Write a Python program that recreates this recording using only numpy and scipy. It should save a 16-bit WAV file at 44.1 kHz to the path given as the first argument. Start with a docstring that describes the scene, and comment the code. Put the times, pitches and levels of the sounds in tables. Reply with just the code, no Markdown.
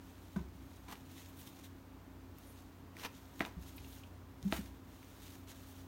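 """In a small workshop with a humming appliance, a hanging carcass has its lower leg cut off at the joint.
The bent joint cracks as damped bone modes and the meat thuds in low, softly pushed modes.
Parting hide and sinew are wet clicks and bursts of coloured grains; the blade sings in narrow-band noise.
Sleeves and gloves rustle as shaped noise. Echoes and a short tail surround the work; the hum stays dry."""
import sys
import numpy as np
from scipy import signal
from scipy.fft import next_fast_len
from scipy.io import wavfile
from scipy.ndimage import uniform_filter1d

SR = 44100
rng = np.random.default_rng(int(sys.argv[2]) if len(sys.argv) > 2 else 0)


def persist_wave(psi):
    """Save psi, clipped to +-1, as 16-bit WAV."""
    counts = np.round(np.clip(psi, -1, 1) * 32767).astype(np.int16)
    wavfile.write(sys.argv[1], SR, np.atleast_2d(counts).T)


N = 259111
T = np.arange(N) / SR

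# Joint cracks. Each row: start in seconds, level in dB, snap pitch in Hz, snap rise in seconds,
# leg ring in dB re snap, leg tilt in dB per octave, splinter in dB re snap.
CRACK_EVENTS = [(0.3606, -45, 1520, 0.0028, 4.5, -2.5, -12), (3.4064, -22, 1980, 0.00039, -5, 2, -34),
                (3.4510, -28, 2430, 0.00011, -28, 10, -9), (3.4709, -39.5, 960, 0.00042, -12, -3.5, -16),
                (4.5248, -19, 2450, 0.00014, -7, 1.5, -36)]
# Modes of the leg. Each row: frequency in Hz, rise in seconds, level in dB before tilt.
LEG_MODES = [(278, 0.0018, 1), (375, 0.0018, -16), (678, 0.004, -9), (891, 0.0011, -4.5),
             (1360, 0.0015, -13), (1665, 0.00042, -4.5), (1975, 0.0016, -20), (3580, 0.0006, -15)]


def joint():
    """Each crack is a sharp snap plus the ring of bone, quickly damped by the meat round it."""
    out = np.zeros(N)
    pivot_hz = LEG_MODES[2][0]
    for start_s, level_db, snap_hz, rise_s, leg_db, tilt_db, splinter_db in CRACK_EVENTS:
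        leg = 0
        for mode_hz, mode_rise_s, mode_db in LEG_MODES:
            tilted_db = mode_db + tilt_db * np.log2(mode_hz / pivot_hz)
            leg = leg + undb(tilted_db) * ring(mode_hz, mode_rise_s)
        snap = ring(snap_hz, rise_s)
        crack = snap + undb(leg_db) * leg + undb(splinter_db) * splinter(decay_s=0.0005)
        add(out, start_s, -undb(level_db) * crack)  # first push is downward
    return out


def splinter(decay_s):
    """A broad crackle: coloured noise falling by 1/e every decay_s."""
    t = T[:SR // 2]
    spectrum = [(600, -21), (2000, 16.0), (4000, -15), (7000, -5.0), (15000, -16)]  # Hz, dB
    return colour(rng.standard_normal(len(t)), spectrum) * np.exp(-t / decay_s)


# Sinews giving way, and the meat rebounding after. Each row: start in seconds, level in dB, pitch in Hz, swell
# in seconds, carcass sway in dB re thud, bone ring in dB re thud.
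THUD_EVENTS = [(0.3616, -30, 193.5, 0.0078, -13.5, -19.5), (0.387, -43.5, 168, 0.014, 0, -7),
               (0.407, -47, 333, 0.0072, -9, -4), (3.562, -44, 170, 0.014, -0.5, -25),
               (3.793, -52, 129.3, 0.033, 1, -17), (4.426, -46, 137, 0.012, -9, -16),
               (4.444, -31, 195, 0.019, -29, -25), (4.525, -42.5, 220, 0.0088, 0, -33),
               (4.587, -34.5, 208, 0.0071, -20, -35)]


def meat(sway_hz=65, sway_rise_s=0.019, boom_db=-7, boom_rise_s=0.075, bone_hz=368, bone_rise_s=0.014):
    """Soft thuds as sinews give and the meat rebounds; each rings the long bone and shakes the carcass, which
    booms on faintly."""
    out = np.zeros(N)
    sway = ring(sway_hz, sway_rise_s, order=2) + undb(boom_db) * ring(sway_hz, boom_rise_s)
    bone = ring(bone_hz, bone_rise_s)
    for start_s, level_db, hz, swell_s, sway_db, bone_db in THUD_EVENTS:
        thud = ring(hz, swell_s, order=3)
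        add(out, start_s, undb(level_db) * (thud + undb(sway_db) * sway + undb(bone_db) * bone))
    return out


# Fibres parting under the edge or tearing at the joint. Each row: time of full strength in seconds,
# build in seconds, hold in seconds, fade in seconds, rasp level in dB, fizz in dB re rasp, squelch in dB re rasp.
CUT_EVENTS = [(0.361, 0.00091, .003, 0.029, -59.5, -7, 6.5), (0.888, 0.0065, 0.016, .012, -57.5, -5, 1),
              (0.915, 0.0044, 0.012, 0.012, -54, -3, 2.5), (2.992, 0.019, 0.059, .01, -55, -5, -13),
              (3.053, 0.016, .011, 0.0034, -45.5, -19, -3), (3.407, 0.0036, .003, 0.015, -46.5, -11, 5.5),
              (3.45, .02, 0.016, 0.042, -59, -6, 0.5), (4.53, 0.011, 0.039, 0.023, -48.5, -1.5, -15)]
# Spectra of the coarse rasp, fine fizz and wet squelch. Each row: frequency in Hz, level in dB.
RASP_SPECTRUM = [(100, -10), (250, -3), (800, -7), (1300, -3.5), (1600, -4.5), (2100, -3), (3800, -6.5),
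                 (5000, -11.5), (6300, -11.5), (8000, -24), (16000, -21)]
FIZZ_SPECTRUM = [(2000, -13), (4500, -6.5), (6300, -0.5), (7500, -2), (9000, 0.5), (10400, -6),
                 (11700, -2.5), (13500, -0.5), (15500, -2.5)]
SQUELCH_SPECTRUM = [(120, -19), (200, 4), (370, -1), (520, -8), (720, 1.5), (1000, 6), (1300, -2),
                    (2000, -10), (5000, -43)]


def cuts(snag_db=2.0, snag_hz=300):
    """Fibres part in dense grains, snagging on the way: coarse rasp, fine fizz on top, dull wet squelch below."""
    rasp = grains(RASP_SPECTRUM, spread_db=2.2)
    fizz = grains(FIZZ_SPECTRUM, spread_db=2.2)
    squelch = grains(SQUELCH_SPECTRUM, spread_db=2.2)
    power = np.zeros((3, N))
    for full_s, build_s, hold_s, fade_s, rasp_db, fizz_db, squelch_db in CUT_EVENTS:
        layer_db = rasp_db + np.array([[0], [fizz_db], [squelch_db]])
        power += (undb(layer_db) * surge(full_s, build_s, hold_s, fade_s)) ** 2
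    coarse, fine, wet = np.sqrt(power)
    return undb(snag_db * walk(snag_hz)) * (coarse * rasp + fine * fizz + wet * squelch)


# Wet clicks of tissue and blade. Each row: start in seconds, level in dB, pitch in Hz, rise in seconds.
TICK_EVENTS = [(0.8830, -52, 2600, 0.0008), (0.9546, -52.5, 2330, 0.00087), (1.2591, -52, 2740, 0.0007),
               (2.3844, -51, 14500, 0.00064), (2.9676, -45.5, 1800, 0.00078), (3.3946, -37.5, 3650, .00015),
               (3.778, -51.5, 2870, 0.003), (3.8455, -52, 2760, 0.0011), (3.929, -54.5, 3600, 0.00092),
               (4.034, -56.5, 2880, 0.0029), (4.4280, -45, 4500, 0.00018), (4.6597, -51, 3000, 0.00033),
               (5.0286, -54.5, 1970, 0.0009)]


def ticks(skirt_db=16, narrowing=0.33, typical_rise_s=.001):
    """Single fibres and wet films let go as tiny gritty bursts; the slower the burst, the clearer its pitch."""
    out = np.zeros(N)
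    t = T[:SR // 10]
    for start_s, level_db, hz, rise_s in TICK_EVENTS:
        skirt = skirt_db * (rise_s / typical_rise_s) ** narrowing  # dB down one octave off pitch
        spectrum = [(hz / 2, -skirt), (hz, 0), (hz * 2, -skirt), (hz * 4, -1.5 * skirt)]
        grit = colour(rng.standard_normal(len(t)), spectrum)
        envelope = t / rise_s * np.exp(1 - t / rise_s)
        add(out, start_s, undb(level_db) * grit * envelope)
    return out


# The edge dragging on gristle. Each row: middle in seconds, half length in seconds, level in dB.
DRAG_EVENTS = [(2.49, 0.058, -73), (3.059, .017, -64), (4.528, 0.013, -63)]
# Thin modes of the blade. Each row: frequency in Hz, mean level in dB.
BLADE_MODES = [(9570, -3.5), (11780, 1), (12780, -9)]


def blade(width_hz=150, wander_db=3, wander_hz=30):
    """Friction on gristle feeds the narrow modes of the steel, now one, now another."""
    friction = sum(undb(level_db) * swell(mid_s, half_s) for mid_s, half_s, level_db in DRAG_EVENTS)
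    out = np.zeros(N)
    for hz, level_db in BLADE_MODES:
        b, a = signal.iirpeak(hz, hz / width_hz, fs=SR)
        mode = signal.lfilter(b, a, rng.standard_normal(N))
        out += undb(level_db + wander_db * walk(wander_hz)) * unit(mode)
    return friction * out


# Arm movements. Each row: time of full strength in seconds, hold in seconds, level in dB.
ARM_MOVES = [(0.016, .34, -72.5), (0.565, 0.51, -73), (1.093, .52, -69.5), (2.386, 0.18, -70),
             (3.12, 0.27, -72), (3.627, 0.36, -67), (4.46, 0.18, -65), (4.897, 0.31, -69.5),
             (5.228, 0.096, -63), (5.552, 0.26, -67.5)]
MOVE_ATTACK_S, MOVE_RELEASE_S = 0.033, 0.093
REST_DB, SLEEVE_SHEEN_DB = -81, 0.5  # rustle between movements; sheen re rustle
# Slips of glove and blade on the hide. Each row: middle in seconds, half length in seconds,
# level in dB, sheen in dB re level.
SLIP_EVENTS = [(1.188, 0.062, -61, -3), (1.295, 0.013, -67.5, 7), (1.401, 0.029, -62, 6.5),
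               (1.475, 0.031, -62.5, 3), (1.593, 0.006, -59, -2), (1.647, 0.022, -61.5, -1),
               (3.164, 0.023, -64.5, -6), (3.388, 0.027, -65, 3), (3.686, 0.02, -64, 2),
               (3.769, 0.0083, -69.5, 16), (3.917, 0.057, -68.5, 9), (5.503, 0.023, -56, -3),
               (5.693, 0.019, -70.5, 10)]
# Spectra of the rub and its treble sheen. Each row: frequency in Hz, level in dB.
RUB_SPECTRUM = [(700, -27), (1500, -2), (2200, -2.5), (3700, 1), (4800, -5), (6600, -1.5), (8000, -8),
                (10000, -11), (16000, -19)]
SHEEN_SPECTRUM = [(5000, -57), (8000, -4.5), (9400, -3), (10400, -6), (11700, 1), (13500, -2.5), (15500, 1)]


def clothes(catch_db=1.25, catch_hz=90, drift_db=0.7, drift_hz=28, crinkle_db=-8):
    """Sleeves rustle as arms move, gloves slip in short strokes; both catch and give off tiny crinkles."""
    sleeve_power = undb(REST_DB) ** 2
    for full_s, hold_s, level_db in ARM_MOVES:
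        move = undb(level_db) * surge(full_s, MOVE_ATTACK_S, hold_s, MOVE_RELEASE_S)
        sleeve_power = sleeve_power + move ** 2
    sleeve_power = sleeve_power * undb(drift_db * walk(drift_hz)) ** 2
    rub_power = sleeve_power
    sheen_power = sleeve_power * undb(SLEEVE_SHEEN_DB) ** 2
    for mid_s, half_s, level_db, sheen_db in SLIP_EVENTS:
        slip = swell(mid_s, half_s)
        rub_power = rub_power + (undb(level_db) * slip) ** 2
        sheen_power = sheen_power + (undb(level_db + sheen_db) * slip) ** 2
    grit = grains(RUB_SPECTRUM, spread_db=0.0) + undb(crinkle_db) * crinkles(per_s=30)
    sheen = grains(SHEEN_SPECTRUM, spread_db=2.0)
    return undb(catch_db * walk(catch_hz)) * (np.sqrt(rub_power) * grit + np.sqrt(sheen_power) * sheen)


def crinkles(per_s, decay_s=0.0012):
    """Stray little clicks of rubber and cloth: decaying noise bursts at random moments; rms 1."""
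    pops = (rng.random(N) < per_s / SR).astype(float)
    bursts = signal.lfilter([1], [1, -np.exp(-1 / (decay_s * SR))], pops)
    return unit(bursts * noise(RUB_SPECTRUM))


# Close reflections off bench, floor and wall. Each row: delay in seconds, level in dB.
CLOSE_ECHOES = [(.0062, -18), (.0083, -22), (0.0134, -20)]
# Diffuse tail. Each row: lowest Hz, highest Hz, 60 dB decay time in seconds, gain in dB on band-filtered noise.
TAIL_BANDS = [(40.7, 138, 1, -9), (106, 510, 0.3, -6), (510, 2600, 0.28, -10.5), (2620, 20000, 0.18, -11.5)]


def room(x, build_s=0.0034):
    """A few close echoes, then a short diffuse tail; the bass booms on longest."""
    t = T[:SR]
    response = np.zeros(len(t))
    for low_hz, high_hz, t60_s, gain_db in TAIL_BANDS:
        band = signal.butter(2, [low_hz, high_hz], "band", fs=SR, output="sos")
        wash = signal.sosfilt(band, rng.standard_normal(len(t)))
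        fade = np.exp(-np.log(1000) * t / t60_s) * np.minimum(t / build_s, 1) ** 2
        response += undb(gain_db) * wash * fade / np.linalg.norm(fade)
    response[0] = 1  # direct sound
    for delay_s, level_db in CLOSE_ECHOES:
        response[int(delay_s * SR)] += undb(level_db)
    return signal.fftconvolve(x, response)[:N]


# Hum lines. Each row: frequency in Hz, level in dB, waver as a share of the steady tone.
HUM_LINES = [(59.2, -65, 0.4), (90.5, -60, 0.19), (182.6, -70.5, .4), (267.6, -62, 0.15), (953, -82, 0.27)]
# Spectrum of the still air. Each row: frequency in Hz, level in dB.
AIR_SPECTRUM = [(20, -34), (40, -5.5), (60, -0.5), (85, 1.5), (110, -1), (190, -6.5), (280, -1),
                (480, -12.5), (1000, -13.5), (2000, -22.5), (4500, -30.5), (10400, -37.5), (15500, -30)]
AIR_DB = -57.5


def workshop():
    """A motor hums on a few wavering lines over the still air."""
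    hum = np.zeros(N)
    for hz, level_db, waver in HUM_LINES:
        wobble = 1 + waver * (walk(4.966) + 1j * walk(3.35))  # wavers in level and phase
        hum += undb(level_db) * unit(np.real(wobble * np.exp(2j * np.pi * hz * T)))
    return hum + undb(AIR_DB) * noise(AIR_SPECTRUM)


def undb(db):
    """Decibels to gain."""
    return 10 ** (np.asarray(db) / 20)


def unit(x):
    """Scale to rms 1."""
    return x / np.sqrt(np.mean(x ** 2))


def colour(x, points):
    """Filter by (Hz, dB) points, joined in dB over log frequency; rms 1."""
    hz, db = np.transpose(points)
    f = np.maximum(np.fft.rfftfreq(len(x), 1 / SR), 1)
    gain = undb(np.interp(np.log(f), np.log(hz), db))
    return unit(np.fft.irfft(np.fft.rfft(x) * gain, len(x)))


def noise(points):
    """Smooth noise of a given colour."""
    return colour(rng.standard_normal(next_fast_len(N)), points)[:N]


def grains(points, spread_db):
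    """Coloured noise in 24-sample grains of uneven level; a spread of 0 leaves it smooth."""
    size = next_fast_len(N)
    strength = np.repeat(np.minimum(rng.exponential(size=size), 3), 24)[:size]
    return colour(rng.standard_normal(size) * undb(spread_db * strength), points)[:N]


def walk(rate_hz):
    """Slow chance: random steps at rate_hz, smoothed over one step; rms 1."""
    k = int(SR / rate_hz)
    steps = np.repeat(rng.standard_normal(N // k + 2), k)
    return unit(uniform_filter1d(steps, k)[:N])


def ring(hz, rise_s, order=1):
    """A damped mode whose envelope peaks at 1 after rise_s; a higher order is a softer push."""
    t = T[:SR // 2]
    envelope = (t / rise_s * np.exp(1 - t / rise_s)) ** order
    return envelope * np.sin(2 * np.pi * hz * t)


def swell(mid_s, half_s):
    """A smooth rise and fall round mid_s."""
    return np.exp(-np.minimum(((T - mid_s) / half_s) ** 2, 20))


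def surge(full_s, attack_s, hold_s, release_s):
    """Build up exponentially to full strength at full_s, hold, then die away."""
    before = np.maximum((full_s - T) / attack_s, 0)
    after = np.maximum((T - full_s - hold_s) / release_s, 0)
    return np.exp(-np.minimum(before + after, 20))


def add(track, start_s, sound):
    """Mix a sound in at start_s."""
    i = int(start_s * SR)
    track[i:i + len(sound)] += sound[:N - i]


def scene():
    """The work at the carcass, heard in the room over its hum."""
    work = joint() + meat() + cuts() + ticks() + blade() + clothes()
    return (room(work) + workshop())[None]


def record(dry, top_hz=15850):
    """A steep elliptic low-pass cuts the top."""
    return signal.sosfilt(signal.ellip(10, .2, 70, top_hz, fs=SR, output="sos"), dry)


dry = scene()
out = record(dry)
persist_wave(out)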